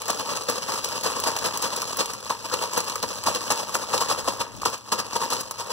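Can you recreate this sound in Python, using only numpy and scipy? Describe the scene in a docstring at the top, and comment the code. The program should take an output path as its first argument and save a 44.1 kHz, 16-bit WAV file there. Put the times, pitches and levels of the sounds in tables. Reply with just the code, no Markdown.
"""Shaking a bag of chips

A bag of chips is shaken by hand about four times a second, close to two microphones in a small kitchen.
At each jerk the chips hit the foil and fall back a moment later. Shared random impacts drive three filters:
the crackling foil, the hollow air in the bag and the thumping load. Between jerks chips slide in uneven clumps.
Creases snap as short filtered noise bursts, and the bag walls pop as brief rounded tones.
Hand rumble, a short reverberation, quiet room noise and a wavering hum complete the sound.
"""
import sys
import numpy as np
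from scipy import signal
from scipy.fft import rfft, irfft, next_fast_len
from scipy.io import wavfile
from scipy.ndimage import uniform_filter1d

SR = 44100
rng = np.random.default_rng(int(sys.argv[2]) if len(sys.argv) > 2 else 0)


def unload_wav(signal):
    """Save mono or channel-first audio to the path in sys.argv[1] as 16-bit WAV at rate SR, clipped to [-1, 1]."""
    wavfile.write(
        sys.argv[1],
        SR,
        np.round(np.clip(np.atleast_2d(signal).T, -1, 1) * 32767).astype(np.int16),
    )


N = 252516
TIME = np.arange(N) / SR

# Jerks of the bag: start_s, rise_s, settle_s, knock_db, crackle_relative_to_knock_db,
# fall_back_delay_s, fall_back_relative_to_knock_db
JERKS = [(0.086, 0.014, 0.0076, -21.5, -3.5, 0.097, -8.5), (0.281, 0.017, 0.022, -27, -3.5, 0.066, 0.5),
         (0.483, 0.0025, 0.029, -24, 0, 0.078, -6), (0.671, 0.027, 0.014, -26.5, -2.5, 0.048, -9),
         (0.914, 0.0094, 0.013, -30, -4.5, 0.027, 0), (1.027, 0.043, 0.016, -24, -1.5, 0.12, -5),
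         (1.257, 0.017, 0.016, -20, -6.5, 0.087, -11.5), (1.439, 0.023, 0.012, -22.5, -2.5, 0.092, -4.5),
         (1.618, 0.023, 0.02, -26.5, 1.5, 0.093, -3), (1.985, 0.02, 0.016, -21.5, 0.5, 0.096, -9.5),
         (2.295, 0.0048, 0.018, -21.5, -3, 0.14, -9.5), (2.52, 0.021, 0.011, -22.5, -3, 0.099, -14),
         (2.766, 0.006, 0.024, -22, -4, 0.088, -13.5), (3.025, 0.0094, 0.009, -21.5, -6, 0.067, -11.5),
         (3.26, 0.0079, 0.027, -20, -0.5, 0.077, -6), (3.5, 0.0045, 0.02, -17, -1.5, 0.076, -9.5),
         (3.738, 0.0095, 0.0051, -21.5, 1, 0.068, -9), (3.927, 0.013, 0.026, -21.5, -1.5, 0.07, -1),
         (4.081, 0.037, 0.015, -23, 0.5, 0.088, -5.5), (4.272, 0.011, 0.012, -19.5, -3.5, 0.12, -5),
         (4.649, 0.0043, 0.022, -21, 0, 0.07, -8), (4.915, 0.0075, 0.015, -18.5, -1, 0.062, -5.5),
         (5.15, 0.014, 0.0076, -22, -2, 0.048, -8), (5.299, 0.024, 0.031, -25, -0.5, 0.084, -5),
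         (5.583, 0.017, 0.019, -31, 1.5, 0.11, 3)]
# Loose chips sliding, before the trims in slides(): time_s, hollow_knock_db, crackle_db
SLIDING_LEVELS = [(0.0, -35, -37.5), (0.62, -37.5, -39.5), (0.85, -33.5, -34.5), (1.59, -32.5, -37.5),
                  (1.94, -34.5, -36), (2.1, -38.5, -42.5), (2.29, -42.5, -44), (2.71, -33.5, -36.5),
                  (3.11, -38.5, -39.5), (4.1, -32.5, -37.5), (4.31, -37.5, -41), (4.43, -39.5, -49.5),
                  (4.67, -48, -45), (5.01, -43, -50.5), (5.15, -35, -38), (5.28, -33, -38),
                  (5.45, -42.5, -44.5), (5.73, -37.5, -44)]
# Loudest snapping creases, before the trims in snaps():
# start_s, tick_level_db (as if packed into 4 ms), treble_tilt_db, bag_knock_db
CREASE_SNAPS = [(0.0178, -27, -2, -29), (0.081, -25.5, 5, -26), (0.1032, -20.5, 1, -22.5),
                (0.498, -22.5, 15, -20.5), (0.7195, -25, -4, -24), (0.7384, -26.5, -2, -25),
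                (0.844, -19.5, 0, -28), (1.0354, -24.5, 0, -38), (1.2, -23, 8, -31),
                (1.238, -21.5, -2, -23), (1.272, -21, -2, -26), (1.278, -22.5, 1, -25),
                (1.3645, -22, -1, -24), (1.387, -25, -5, -47), (1.4602, -23, 5, -24), (1.5735, -21, 5, -34),
                (1.6233, -22, 4, -28), (1.763, -23, 2, -37), (1.8184, -22, 1, -27),
                (1.9702, -22.5, 21, -27), (2.0575, -26, -3, -33), (2.1348, -27, 3, -30.5),
                (2.539, -21, -10, -21), (2.7766, -18.5, 2, -14.5), (2.8033, -22.5, -1, -29),
                (2.897, -25, -3, -39), (2.956, -23.5, -1, -21.5), (3.0269, -22, 1, -42),
                (3.2375, -26, -2, -27), (3.3482, -21.5, -7, -28), (3.5197, -20, 6, -26),
                (3.7524, -21, 1, -14), (3.9782, -20, -8, -33), (4.014, -27.5, 5, -23),
                (4.41, -24, -27, -42), (4.618, -29, 0, -26), (4.6538, -27, 0, -20.5),
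                (4.9257, -27, -2, -27), (5.3031, -24.5, 0, -45), (5.3322, -21.5, 0, -26),
                (5.4085, -25, 11, -36), (5.51, -24.5, 5.5, -25.5)]
# Bag walls bulging and popping the air, before the trim in pops(): start_s, peak_db, pitch_hz
WALL_POPS = [(0.101, -10, 860), (1.625, -15.5, 1020), (1.83, -14, 1180), (2.308, -6, 1010),
             (2.515, -16, 1270), (2.776, -21, 880), (3.284, -3.5, 770), (3.938, -7, 1050),
             (4.113, -5, 1020), (4.28, -5.5, 750), (4.633, -11, 1060), (4.659, -2.5, 1100),
             (5.326, -7, 980)]
# Rumble of the hands, before the trim in handling(): time_s, level_db
HAND_LEVELS = [(0.0, -59), (1.3, -47.5), (1.75, -59), (1.93, -47), (2.2, -56), (3.25, -48), (3.7, -58),
               (4.3, -44), (4.46, -51), (4.57, -41), (4.8, -57), (5.3, -49), (5.72, -58)]
# Tone colour of the air-filled bag: frequency_hz, relative_level_db
BAG_COLOUR = [(250, -19), (390, -5), (480, -1.5), (560, -3.5), (730, -10), (830, -6.5), (930, -0.5),
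              (1000, -5), (1080, -0.5), (1300, -5), (1500, -12.5), (1800, -12.5), (2100, -17.5),
              (3000, -21.5)]
# Tone colour of the foil skin: frequency_hz, relative_level_db
FOIL_COLOUR = [(1300, -21), (2050, -28), (2300, 1), (3100, -3.5), (3600, -7), (4300, 0.5), (5800, -2),
               (7000, -2.5), (7900, -6), (9100, -11.5), (10400, -7), (11500, -13.5), (13200, -12.5),
               (15600, -14.5)]
# Tone colour of the load as a whole: frequency_hz, relative_level_db
LOAD_COLOUR = [(30, -36), (70, -14), (140, -8.5), (200, -5.5), (300, -4.5), (360, -10), (520, -36),
               (1200, -53.5)]
# Tone colour of the hand rumble: frequency_hz, relative_level_db
HAND_COLOUR = [(30, -18), (55, -14), (85, -9), (110, -6), (150, -16.5), (300, -15.5)]
# Tone colour of the still kitchen: frequency_hz, relative_level_db
KITCHEN_COLOUR = [(20, -32), (36, -20), (55, 11), (80, 8), (110, -6), (160, -14), (300, 11.5), (1000, -54),
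                  (4000, -64), (16000, -73)]
# Time for the reverberation to fall by 60 dB: frequency_hz, decay_s
ROOM_DECAY = [(150, 0.26), (1000, 0.41), (6000, 0.26), (15000, 0.13)]
# Left microphone level over the right: frequency_hz, difference_db
MIC_BALANCE = [(50, -7), (110, 5), (220, 11), (380, 2.5), (500, 5.5), (720, -0.5), (920, 3.5), (1100, -0.5),
               (1600, 4), (2300, -0.97), (4700, 1), (7000, -0.6), (10000, 3), (15000, 3.2)]
# Likeness of the two microphones, before the far-side reflection: frequency_hz, correlation (no unit)
MIC_LIKENESS = [(100, 0.96), (240, 0.64), (370, 0.79), (480, 0.86), (1100, 1), (1750, 0.89), (2300, 1),
                (4700, 1), (9000, 0.9), (15000, 0.91)]
# Extra phase lag at the microphone reached later: frequency_hz, lag_radians
MIC_PHASE = [(110, -1.56), (200, 0.36), (270, 1.48), (370, 0.36), (470, 0.85), (660, 0.43), (760, -0.11),
             (1000, 0.68), (1500, -0.36), (2320, 0.037), (4700, -0.23), (6900, 0.23), (9250, 0.41),
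             (11500, -0.18), (14000, -0.052)]
# Reflection from the other side, against the direct sound: frequency_hz, relative_level_db
FAR_SIDE_LEVEL = [(600, -21), (1100, -48), (1700, -4), (2600, -15), (6000, -13), (15000, -11)]

FALL_BACK_RISE_S, FALL_BACK_SETTLE_S = 0.022, 0.01
FALL_BACK_CRACKLE_DB, THUMP_DB = -1, -13  # against the knock of the same shower
# Just before each landing the chips are in the air and slide less
FLIGHT_LEAD_S, FLIGHT_WIDTH_S, FLIGHT_DIP_DB = 0.071, 0.035, -2.5
EDGE_HZ = 15850  # upper edge of the recorder's band


def chips(sliding_per_s=1300, shower_per_s=3800, own_crackle=0.72):
    """The same impacts drive the hollow bag, its foil and the load; the foil also crinkles by itself."""
    power, slide = showers(), slides()
    hits = np.sqrt(power) * impacts(shower_per_s, spread_db=3.5)
    hits = hits + slide * impacts(sliding_per_s, spread_db=4.5)
    knock, crackle, thump = hits
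    crinkle = np.sqrt(power[1] + slide[1] ** 2) * impacts(per_s=2600, spread_db=2.5)
    crackle = (crackle + own_crackle * crinkle) / np.hypot(1, own_crackle)

    knock_grains = scatter(knock, decay=0.0015, low_hz=435, high_hz=2060, ringing=0.32)
    bag_sound = played(knock, knock_grains, BAG_COLOUR)
    crackle_grains = scatter(crackle, decay=0.0021, low_hz=2460, high_hz=14900, ringing=0.62)
    foil_sound = played(crackle, crackle_grains, FOIL_COLOUR)
    thump_grains = scatter(thump, decay=0.0025, low_hz=130, high_hz=380, ringing=0.047)
    load_sound = played(thump, thump_grains, LOAD_COLOUR)
    return bag_sound + foil_sound + load_sound


def showers():
    """Every jerk throws the chips against the foil; a second shower follows as they fall back."""
    power = np.zeros((3, N))
    for s, rise, settle, db, crackle_db, delay, back_db in JERKS:
        thrown = shower(rise, settle, db, crackle_db)
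        fallen = shower(FALL_BACK_RISE_S, FALL_BACK_SETTLE_S, db + back_db, FALL_BACK_CRACKLE_DB)
        for part, first, second in zip(power, thrown, fallen):
            add(part, s, first)
            add(part, s + delay, second)
    return power


def shower(rise, settle, knock_db, crackle_db):
    """As a load of chips lands, the power of knock, crackle and thump swells, then dies away."""
    t = np.arange(SR // 5) / SR
    swell = np.minimum(t / max(rise, 1e-3), 1)
    fade = np.exp(-2 * np.maximum(t - rise, 0) / max(settle, 1e-3))
    peak = amp(knock_db + np.array([[0], [crackle_db], [THUMP_DB]]))
    return peak ** 2 * swell * fade


def slides(hollow_db=0.43, crisp_db=3.0, thump_db=-13, clump_db=2.4, size=1100):
    """Loose chips slide in uneven clumps, which vary the strength of knock, crackle and thump together."""
    hollow, crisp = sliding(TIME)
    smooth = uniform_filter1d(uniform_filter1d(rng.standard_normal(N), size), size)
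    clumps = unit(smooth)
    levels = np.array([hollow + hollow_db, crisp + crisp_db, hollow + thump_db])
    return amp(levels + clump_db * clumps)


def sliding(s):
    """Knock and crackle levels of sliding chips, in dB; both dip while the chips are in the air."""
    at, *levels = np.transpose(SLIDING_LEVELS)
    airborne = sum(np.exp(-((s - jerk[0] + FLIGHT_LEAD_S) / FLIGHT_WIDTH_S) ** 2) for jerk in JERKS)
    return np.array([np.interp(s, at, db) for db in levels]) + FLIGHT_DIP_DB * airborne


def impacts(per_s, spread_db, size=1100):
    """Random impacts of very unequal strength, their power evened out over a few hundredths of a second."""
    strength = amp(spread_db * np.minimum(rng.exponential(1, N), 4))
    hits = strength * (rng.random(N) < per_s / SR)
    power = uniform_filter1d(uniform_filter1d(hits ** 2, size), size // 2)
    return hits / np.sqrt(np.abs(power) + 1e-4)


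def scatter(hits, decay, low_hz, high_hz, ringing, count=36):
    """Every impact falls on one of many spots of the bag, each with a short ring of its own pitch."""
    spot, out = rng.integers(0, count, N), np.zeros((2, N))
    for k, hz in enumerate(np.geomspace(low_hz, high_hz, count)):
        burst = contact(decay * rng.uniform(0.58, 1.75))
        tone = signal.lfilter(*signal.iirpeak(hz, 3, fs=SR), burst)
        grain = unit(burst) + ringing * unit(tone)
        grain /= np.linalg.norm(grain, axis=1, keepdims=True)
        spot_hits = hits * (spot == k)
        out += signal.oaconvolve(spot_hits[None], grain, axes=1)[:, :N]
    return out


def contact(decay, size=512, rise=0.00024):
    """A tiny noise burst of buckles that swells and dies, by the direct path and by a reflected one."""
    t = np.arange(size) / SR
    burst = rng.standard_normal((2, size)) * (1 - np.exp(-t / rise)) * np.exp(-t / decay)
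    return burst / np.linalg.norm(burst, axis=1, keepdims=True)


def played(hits, grains, colour):
    """Colours the grains and gives them the overall power of the impacts."""
    return unit(through(grains, colour)) * np.std(hits)


def snaps(knock_db=-2, bright_db=3, hinge_hz=6500, flutter=1.4, ripple_db=-0.5, size=2048):
    """A crease flips: a sharp tick, a short flutter of the foil and a knock of the air inside."""
    out, hz = np.zeros((2, N)), np.fft.rfftfreq(size, 1 / SR)
    foil, bag = rfft(ring(FOIL_COLOUR), size), rfft(ring(BAG_COLOUR), size)
    first = np.sqrt(.004 * SR / size)  # sets the energy to that of 4 ms at the given level
    octave = np.log2(hz / hinge_hz + 1e-6)
    for s, db, top_db, hollow_db in CREASE_SNAPS + small_snaps():
        flip = rfft(contact(decay=0.00093) + flutter * contact(decay=0.0068), size)
        tilt_db = (top_db + bright_db) * 0.95 * np.tanh(0.57 * octave)
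        # Each crease has its own resonances
        ripple = np.sin(2 * np.pi * (rng.uniform(1.0, 1.49) * octave + rng.random()))
        crease_gain = amp(tilt_db + ripple_db * ripple)
        for path, burst in zip(out, flip):
            tick = unit(irfft(burst * foil * crease_gain))
            knock = unit(irfft(burst * bag))
            add(path, s, first * (amp(db) * tick + amp(hollow_db + knock_db) * knock))
    return out


def small_snaps(count=56, over_slide_db=6, spread_db=2.5, top_db=-1, top_spread_db=2.0, hollow_db=-7):
    """Extra creases flip at random moments, louder where the slide crackles more; rows as in CREASE_SNAPS."""
    s = (np.arange(count) + rng.random(count)) / count * N / SR
    strength, colour = rng.standard_normal((count, 2)).T
    db = sliding(s)[1] + over_slide_db + spread_db * strength
    return list(zip(s, db, top_db + top_spread_db * colour, db + hollow_db))


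def pops(pop_db=-5.0, width=0.00071):
    """A wall of the bag bulges and the air inside gives two or three rounded cycles."""
    out, t = np.zeros((2, N)), np.arange(-128, 256) / SR
    for s, db, hz in WALL_POPS:
        for path in out:
            wave = np.sin(2 * np.pi * (hz * t + rng.random()))
            swell = np.exp(-(t / width - 1) ** 2 / 2)
            add(path, s + t[0], amp(db + pop_db) * swell * wave)
    return out


def handling(rumble_db=-1):
    """The hands and arms rumble softly as they move: low noise with a changing level."""
    s, db = np.transpose(HAND_LEVELS)
    rumble = unit(through(rng.standard_normal((2, N)), HAND_COLOUR))
    return amp(np.interp(TIME, s, db) + rumble_db) * rumble


def walls(x, size=16384):
    """The kitchen's short reverberation is a fading noise tail; the highest treble dies first."""
    hz, t, z = signal.stft(rng.standard_normal((2, size)), SR, nperseg=256)
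    fade = amp(-60 * t / read(ROOM_DECAY, hz)[:, None])
    tail = signal.istft(z * fade, SR, nperseg=256)[1]
    tail *= np.minimum(np.arange(tail.shape[1]) / SR / 0.0091, 1)  # builds up over 9.1 ms
    return signal.oaconvolve(x, tail / np.linalg.norm(tail[0]), axes=1)[:, :N]


def kitchen(air_db=-60, hum_db=-60, hum_hz=116.0, drone_db=-62, drone_hz=205):
    """Low room noise, and an appliance hum of two tones whose pitch wavers."""
    air = unit(through(rng.standard_normal((2, N)), KITCHEN_COLOUR))
    waver = unit(uniform_filter1d(rng.standard_normal(N), size=6000))
    hum = np.zeros(N)
    for hz, db in ((hum_hz, hum_db), (drone_hz, drone_db)):
        cycles = np.cumsum(hz + 2.55 * waver) / SR
        hum += amp(db) * np.sqrt(2) * np.sin(2 * np.pi * cycles)
    return amp(air_db) * air + hum * amp([[2], [-4]])  # the hum is 6 dB louder on the left


def amp(db):
    """Decibels to gain."""
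    return 10 ** (np.asarray(db) / 20)


def unit(x):
    """Scales to an rms (average strength) of 1."""
    return x / np.sqrt(np.mean(x ** 2) + 1e-20)


def read(points, hz):
    """Reads a table on a logarithmic frequency axis."""
    f, value = np.transpose(points)
    return np.interp(np.log(hz + 1), np.log(f + 1), value)


def add(mix, s, sound):
    """Lays a sound into the mix at time s."""
    part = mix[max(round(s * SR), 0):][:len(sound)]
    part += sound[:len(part)]


def ring(colour, size=4096):
    """The response of a body of this colour to one tap, starting at once and with energy 1."""
    hz = np.fft.rfftfreq(size, 1 / SR)
    low_skirt = 1 + (colour[0][0] / (hz + 1)) ** 2
    high_skirt = (1 + (hz / colour[-1][0]) ** 8) ** .25
    log_gain = np.log(amp(read(colour, hz)) / (low_skirt * high_skirt))
    # The Hilbert transform finds the phase that puts the energy as early as possible
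    both_sides = np.r_[log_gain, log_gain[-2:0:-1]]
    response = np.fft.ifft(np.exp(np.conj(signal.hilbert(both_sides)))).real
    return response / np.linalg.norm(response)


def through(x, colour):
    """Lets x excite a body of this colour."""
    return signal.oaconvolve(x, ring(colour)[None], axes=1)[:, :N]


def microphones(paths):
    """Opposite polarity; direct sound reaches the left microphone first, a reflection the right one."""
    size = next_fast_len(N + 4096)
    size += size % 2
    hz = np.fft.rfftfreq(size, 1 / SR)
    lag = .000432  # seconds between the microphones
    direct, reflected = rfft(paths, size)
    same = np.clip(read(MIC_LIKENESS, hz), 0, 1)
    shared = np.sqrt((1 + same) / 2) * direct
    apart = np.sqrt((1 - same) / 2) * reflected
    ratio, far = amp(read(MIC_BALANCE, hz)), amp(read(FAR_SIDE_LEVEL, hz))
    late = np.exp(-1j * (2 * np.pi * hz * lag + read(MIC_PHASE, hz)))
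    left = (shared + apart + far * reflected * late) * ratio
    right = -((shared - apart) * late + far * reflected)
    even_power = np.sqrt(2 / (1 + ratio ** 2) / (1 + far ** 2))
    return irfft(np.array([left, right]) * even_power, size)[:, :N]


def scene():
    """The bag, its reverberation and the hands at the two microphones, over the quiet kitchen."""
    bag = chips() + snaps() + pops()
    return microphones(bag + amp(-15.0) * walls(bag) + handling()) + kitchen()


def record(dry):
    """The recorder's band limit: a steep filter removes the highest treble."""
    low_pass = signal.firwin(511, EDGE_HZ, window=("kaiser", 9), fs=SR)
    return signal.oaconvolve(dry, low_pass[None], "same")


dry = scene()
out = record(dry)
unload_wav(out)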